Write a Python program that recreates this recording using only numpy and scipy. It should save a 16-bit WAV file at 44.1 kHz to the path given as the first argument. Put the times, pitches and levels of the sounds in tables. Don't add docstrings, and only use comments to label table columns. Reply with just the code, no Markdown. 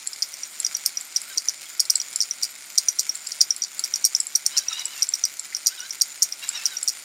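import sys
import numpy as np
from scipy import signal
from scipy.io import wavfile
from scipy.ndimage import uniform_filter1d

SR = 44100
rng = np.random.default_rng(int(sys.argv[2]) if len(sys.argv) > 2 else 0)


def output_pcm(signal):
    pcm = np.clip(np.atleast_2d(signal).T, -1, 1) * 32767
    wavfile.write(sys.argv[1], SR, np.round(pcm).astype(np.int16))


N = 310464

# freq_hz, level_db
WHIRR_SLOPE = [(30, -42), (130, -17.5), (320, -13), (480, -10), (1100, -13), (2800, -11.5), (4400, -6.5),
               (8000, -10), (12600, -21), (16500, -28)]
# centre_hz, width_hz, lift_db
FRAME_RESONANCES = [(476, 64, -12.5), (1403, 290, 7), (2188, 610, 10), (5060, 300, 3), (7060, 520, 11),
                    (8620, 340, 7.5), (9650, 250, 8.5), (14200, 1100, 11)]
# start_s, pitch_hz, level_db
CHASSIS_KNOCKS = [(1.366, 330, -42), (1.662, 3350, -36), (5.523, 2040, -28)]
# time_s, teeth_hz, level_db. 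The first list is the second # wheel
SHUFFLE_RUNS = [
    [(4.7, 1380, -44), (4.725, 1290, -34), (4.75, 1170, -44)],
    [(1.22, 580, -56), (1.305, 790, -45), (1.325, 775, -44), (1.38, 610, -56)],
    [(4.50, 930, -50), (4.53, 970, -39), (4.556, 1055, -36), (4.575, 925, -36), (4.6, 775, -45),
     (4.65, 805, -46), (4.694, 970, -42), (4.752, 948, -39), (4.782, 997, -32), (4.815, 965, -36),
     (4.845, 985, -48), (4.865, 960, -38), (4.9, 980, -50), (4.925, 1020, -39), (4.958, 860, -43),
     (4.99, 928, -38), (5.06, 725, -54)],
    [(5.67, 600, -52), (5.728, 767, -42), (5.76, 860, -46), (5.79, 735, -41), (5.805, 712, -45),
     (5.854, 790, -42), (5.885, 800, -56)],
    [(6.41, 553, -52), (6.428, 560, -34), (6.48, 555, -47), (6.525, 935, -41), (6.56, 963, -30.5),
     (6.61, 845, -39), (6.63, 925, -36), (6.662, 675, -45), (6.7, 840, -45), (6.726, 775, -43),
     (6.775, 720, -46), (6.81, 740, -58)],
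]
# centre_hz, width_hz, lift_db
GEARBOX_RESONANCES = [(980, 160, -18.5), (1480, 400, 0), (2850, 800, -2.5), (3880, 400, 1),
                      (5400, 1300, -5)]
# pitch_hz, level_db, t60_s
PING_MODES = [(5695, 0, 0.015), (5197, -6, 0.0084), (3190, -5.5, 0.0066)]
# pitch_hz, level_db, t60_s
SLAP_MODES = [(4560, -6, 0.014), (4980, 3.5, 0.0087), (5445, -3.5, 0.013), (5687, 6, 0.0096),
              (6694, -6.5, 0.024), (7160, -8, 0.016)]
# pitch_hz, level_db, t60_s
TREBLE_MODES = [(8390, -1, 0.011), (8660, -1, 0.011), (10487, -13.5, 0.03), (12006, -9, 0.019),
                (15300, -21, 0.034)]
# pitch_hz, level_db, t60_s
TICK_MODES = [(7565, 0, 0.012), (10540, -12.5, 0.011)]
# pitch_hz, level_db, t60_s
TICK_BODY_MODES = [(4380, -3, 0.007), (5200, 0, 0.007)]
# start_s, level_db, body_db (relative to the bright modes)
LINK_TICKS = [(0.0723, -12, -8), (0.1316, -26, 6), (0.6008, -10, -13), (1.0101, -18.5, -14),
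              (1.216, -18, -11), (1.853, -25, 5), (1.955, -6, -3), (2.1593, -9, -6), (3.1527, -20, -6),
              (3.2699, -18, 1), (3.563, -17, -9), (3.793, -13, -2), (4.2017, -8, -7), (4.2682, -15, -14),
              (4.854, -11.5, -9), (5.0892, -11, -12), (5.3948, -13.5, -9), (6.4895, -10, -8),
              (6.8286, -11.5, -13)]
# start_s, ping_db, then optionally
# slap_lag_ms, slap_db, treble_db (relative to the other slap modes), then optionally rebound_db
CHAIN_CLACKS = [(0.222, -6.5, 4.3, -6.5, -18), (0.333, -28, 6.7, -19.5, -9), (0.433, -16),
                (0.647, -7.5, 17.6, -9, -10), (0.7488, -11.5, 17.7, -18, -7), (0.8535, -22, 7.2, -3, -4.5),
                (0.971, -11), (1.1609, -4.5, 7.1, -7.5, -10.5), (1.374, -9, 6.8, -4.5, -13.5),
                (1.4845, -6.5, 9, -12, -14), (1.7958, -5, 6.1, -3.5, -9, -19),
                (1.8984, -4.5, 4.9, -3, -3.5), (1.9998, -10.5, 15.5, -11, -22),
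                (2.204, -5.5, 8.5, -7, -13, -7.5), (2.3096, -9), (2.4245, -17, 7.8, -6, -8.5, -10),
                (2.7771, -4, 5.6, -2.5, -6), (2.8841, -4, 3.5, -13, -1.5),
                (2.9874, -12.5, 6.3, -3.5, -8.5, -12), (3.093, -8.5), (3.317, -20, 3.1, -11, -16),
                (3.4065, -6, 6.7, 1.5, -12, -13.5), (3.5054, -4.5), (3.6194, -10.5, 8.2, -16, -19, -10),
                (3.8382, -9, 5.8, -12.5, -8, -20), (3.9378, -7.5, 20.2, -11.5, -9),
                (4.042, -6, 8, -1.5, -4.5, -9), (4.149, -3.5, 14.6, -13, -16),
                (4.3514, -6.5, 6.5, -8.5, -1.5), (4.456, -24, 7, -2.5, -7),
                (4.568, -11, 6.2, -4, -14, -1.5), (4.683, -12.5), (4.728, -18), (4.794, -17.5),
                (5.0219, -4.5, 6.9, -3.5, -7.5), (5.137, -6.5, 16.4, -18, -4),
                (5.2378, -5.5, 14.4, -8.5, -6.5), (5.548, -10.5, 18.9, -16, -9),
                (5.6613, -9.5, 7.8, -1.5, -9.5, -8), (5.803, -20), (5.9058, -16),
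                (6.0109, -7, 7.1, -2.5, -7), (6.2208, -4, 5.2, -2.5, -8.5, -6), (6.323, -13),
                (6.655, -3.5, 7.1, -7, -11), (6.7677, -16), (6.8765, -7, 6.9, -5, -8.5, -11)]

LINKS_PER_S = 148
GRIND_DB, TEETH_DB = -5, -3.3
PING_TREBLE_DB = -19.5
REBOUND_GAP_LAGS, SECOND_LOSS_DB = 1.15, 7.5
TICK_BACK_MAX_S, TICK_BACK_DB = .008, -10.5
EDGE_HZ = 15950


def gain_of(db):
    return 10 ** (np.asarray(db) / 20)


def evened(x):
    return x / np.sqrt(np.mean(x ** 2) + 1e-20)


def add(mix, start_s, sound):
    part = mix[round(start_s * SR):][:len(sound)]
    part += sound[:len(part)]


def filtered(x, order, cutoff_hz, kind):
    return signal.sosfilt(signal.butter(order, cutoff_hz, kind, fs=SR, output="sos"), x)


def coloured(x, gain_db):
    log_gain = np.log(gain_of(np.concatenate([gain_db, gain_db[-2:0:-1]])))
    taps = np.fft.ifft(np.exp(np.conj(signal.hilbert(log_gain)))).real
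    return signal.oaconvolve(x, taps[:2048])[:N]


def smooth_noise(shape, width):
    return uniform_filter1d(uniform_filter1d(rng.standard_normal(shape), width), width)


def drift(cutoff_hz):
    return evened(filtered(rng.standard_normal(N), 2, cutoff_hz, "low"))


def ring(modes, contact_s, spread_db):
    pitch_hz, level_db, t60_s = np.transpose(modes)[:, :, None]
    level_luck, pitch_luck, phase_luck = rng.standard_normal((3, len(modes), 1))
    t = np.arange(1536) / SR
    chatter = smooth_noise((len(modes), len(t)), 50) * 8
    phase = 2 * np.pi * (pitch_hz * (1 + 0.0065 * pitch_luck) * t + phase_luck)
    envelope_db = level_db + spread_db * level_luck - 60 * t / t60_s
    envelope_db = envelope_db + 3.05 * chatter[::-1]
    waves = np.sin(phase + .5 * chatter) * gain_of(envelope_db)
    rise_s = contact_s * gain_of(4.2 * rng.standard_normal())
    blow = waves.sum(0) * (1 - np.exp(-t / rise_s)) ** 2
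    return blow / abs(blow).max()


def patchy(x, depth_db):
    hz, _, z = signal.stft(x, SR, nperseg=512)
    patches = uniform_filter1d(rng.standard_normal(z.shape), 8, 0)
    patches = evened(uniform_filter1d(patches, 12, 1))
    swing_db = depth_db * hz[:, None] / 6700.0 * patches
    return signal.istft(z * gain_of(swing_db), SR, nperseg=512)[1][:N]


def whirr():
    hz = np.fft.rfftfreq(4096, 1 / SR)
    slope_hz, slope_db = np.transpose(WHIRR_SLOPE)
    shape_db = np.interp(np.log(hz + 1), np.log(slope_hz), slope_db)
    for centre_hz, width_hz, lift_db in FRAME_RESONANCES:
        shape_db = shape_db + lift_db / (1 + (2 * (hz - centre_hz) / width_hz) ** 2)
    links = np.cumsum(LINKS_PER_S * (1 + .1 * drift(30.))) / SR
    link_sizes = gain_of(4.13 * rng.standard_normal(2000).clip(max=2))
    decay = np.exp(-(links % 1) / 0.48)
    puffs = evened(link_sizes[links.astype(int)] * decay * rng.standard_normal(N))
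    puffs = filtered(puffs, 1, 2500., "high")
    drive = 0.58 * rng.standard_normal(N) + 0.78 * puffs
    level_db = -40. + .8 * drift(6.)
    return gain_of(level_db) * evened(patchy(coloured(drive, shape_db), depth_db=1.6))


def knocks():
    out = np.zeros(N)
    for start_s, pitch_hz, level_db in CHASSIS_KNOCKS:
        add(out, start_s, gain_of(level_db) * ring([(pitch_hz, 0, .04)], contact_s=0.003, spread_db=0))
    return filtered(out, 4, 180., "high")


def teeth(teeth_hz):
    flutter = smooth_noise((12, len(teeth_hz)), 200) * np.sqrt(300)
    turns = np.cumsum(teeth_hz * (1 + .01 * flutter[0])) / SR
    out = np.zeros(len(teeth_hz))
    for k in range(1, 12):
        lift = sum(gain_of(lift_db) / (1 + (2 * (k * teeth_hz - centre_hz) / width_hz) ** 4)
                   for centre_hz, width_hz, lift_db in GEARBOX_RESONANCES)
        out += lift * gain_of(4.6 * flutter[k]) * np.sin(2 * np.pi * k * turns)
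    return out


def wheel_motors():
    out = np.zeros(N)
    for run in SHUFFLE_RUNS:
        time_s, teeth_hz, level_db = np.transpose(run)
        t = np.arange(time_s[0], time_s[-1], 1 / SR)
        grind = evened(filtered(rng.standard_normal(len(t)), 2, [1100., 6500.], "band"))
        whine = teeth(uniform_filter1d(np.interp(t, time_s, teeth_hz), size=300))
        sound = gain_of(GRIND_DB) * grind + gain_of(TEETH_DB) * whine
        level = gain_of(np.interp(t, time_s, level_db)) * signal.windows.tukey(len(t), .1)
        add(out, time_s[0], level * sound)
    return out


def jingle(out):
    for place, size, pitch in rng.random((300, 3)):
        blow = ring([(8000.0 + 5000. * pitch, 0, .02)], contact_s=0.0014, spread_db=0)
        add(out, place * N / SR, gain_of(-50. + 13.1 * size) * blow)


def treble(level_db):
    return gain_of(level_db) * ring(TREBLE_MODES, contact_s=.0003, spread_db=3)


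def ping():
    return ring(PING_MODES, contact_s=.0009, spread_db=3) + treble(PING_TREBLE_DB)


def slap(treble_db):
    return ring(SLAP_MODES, contact_s=.0002, spread_db=3.5) + treble(treble_db)


def ticks(out):
    for start_s, level_db, body_db in LINK_TICKS:
        low_db = level_db + body_db
        add(out, start_s, gain_of(level_db) * ring(TICK_MODES, contact_s=.0007, spread_db=3))
        add(out, start_s, gain_of(low_db) * ring(TICK_BODY_MODES, contact_s=.0004, spread_db=4))
        back_s = start_s + TICK_BACK_MAX_S * rng.random()
        add(out, back_s, gain_of(low_db + TICK_BACK_DB) * slap(treble_db=-4.5))


def clacks(out):
    for start_s, ping_db, *then in CHAIN_CLACKS:
        add(out, start_s, gain_of(ping_db) * ping())
        if then:
            lag_ms, slap_db, treble_db, *rebound_db = then
            blows_db = [slap_db] + rebound_db + [db - SECOND_LOSS_DB for db in rebound_db]
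            for k, blow_db in enumerate(blows_db):
                blow_s = start_s + lag_ms / 1000 * (1 + k * REBOUND_GAP_LAGS)
                add(out, blow_s, gain_of(blow_db) * slap(treble_db))


def chain_blows():
    out = np.zeros(N)
    jingle(out)
    ticks(out)
    clacks(out)
    return filtered(out, 8, 3900., "high")


def room(x, t60_s):
    out = np.zeros(N)
    turn = 2 * np.pi * 3 * np.arange(N) / SR
    for k in range(3):
        at = np.arange(40, 8000, 12) + rng.integers(0, 12, 664)
        taps = np.zeros(8192)
        taps[at] = rng.choice([-1., 1.], len(at)) * gain_of(-60 * at / SR / t60_s)
        share = np.cos(turn + k * np.pi / 3) * np.sqrt(2 / 3)
        out += signal.oaconvolve(x * share, taps / np.linalg.norm(taps))[:N]
    return out


def scene():
    near = chain_blows() + wheel_motors()
    scatter = gain_of(-10.0) * room(near, t60_s=0.075) + gain_of(-16.5) * room(near, t60_s=0.15)
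    return (near + scatter + whirr() + knocks())[None]


def record(dry):
    taps = signal.firwin(511, EDGE_HZ, window=("kaiser", 11), fs=SR)
    return signal.oaconvolve(np.clip(dry, -1, 1), taps[None], "same")


dry = scene()
out = record(dry)
output_pcm(out)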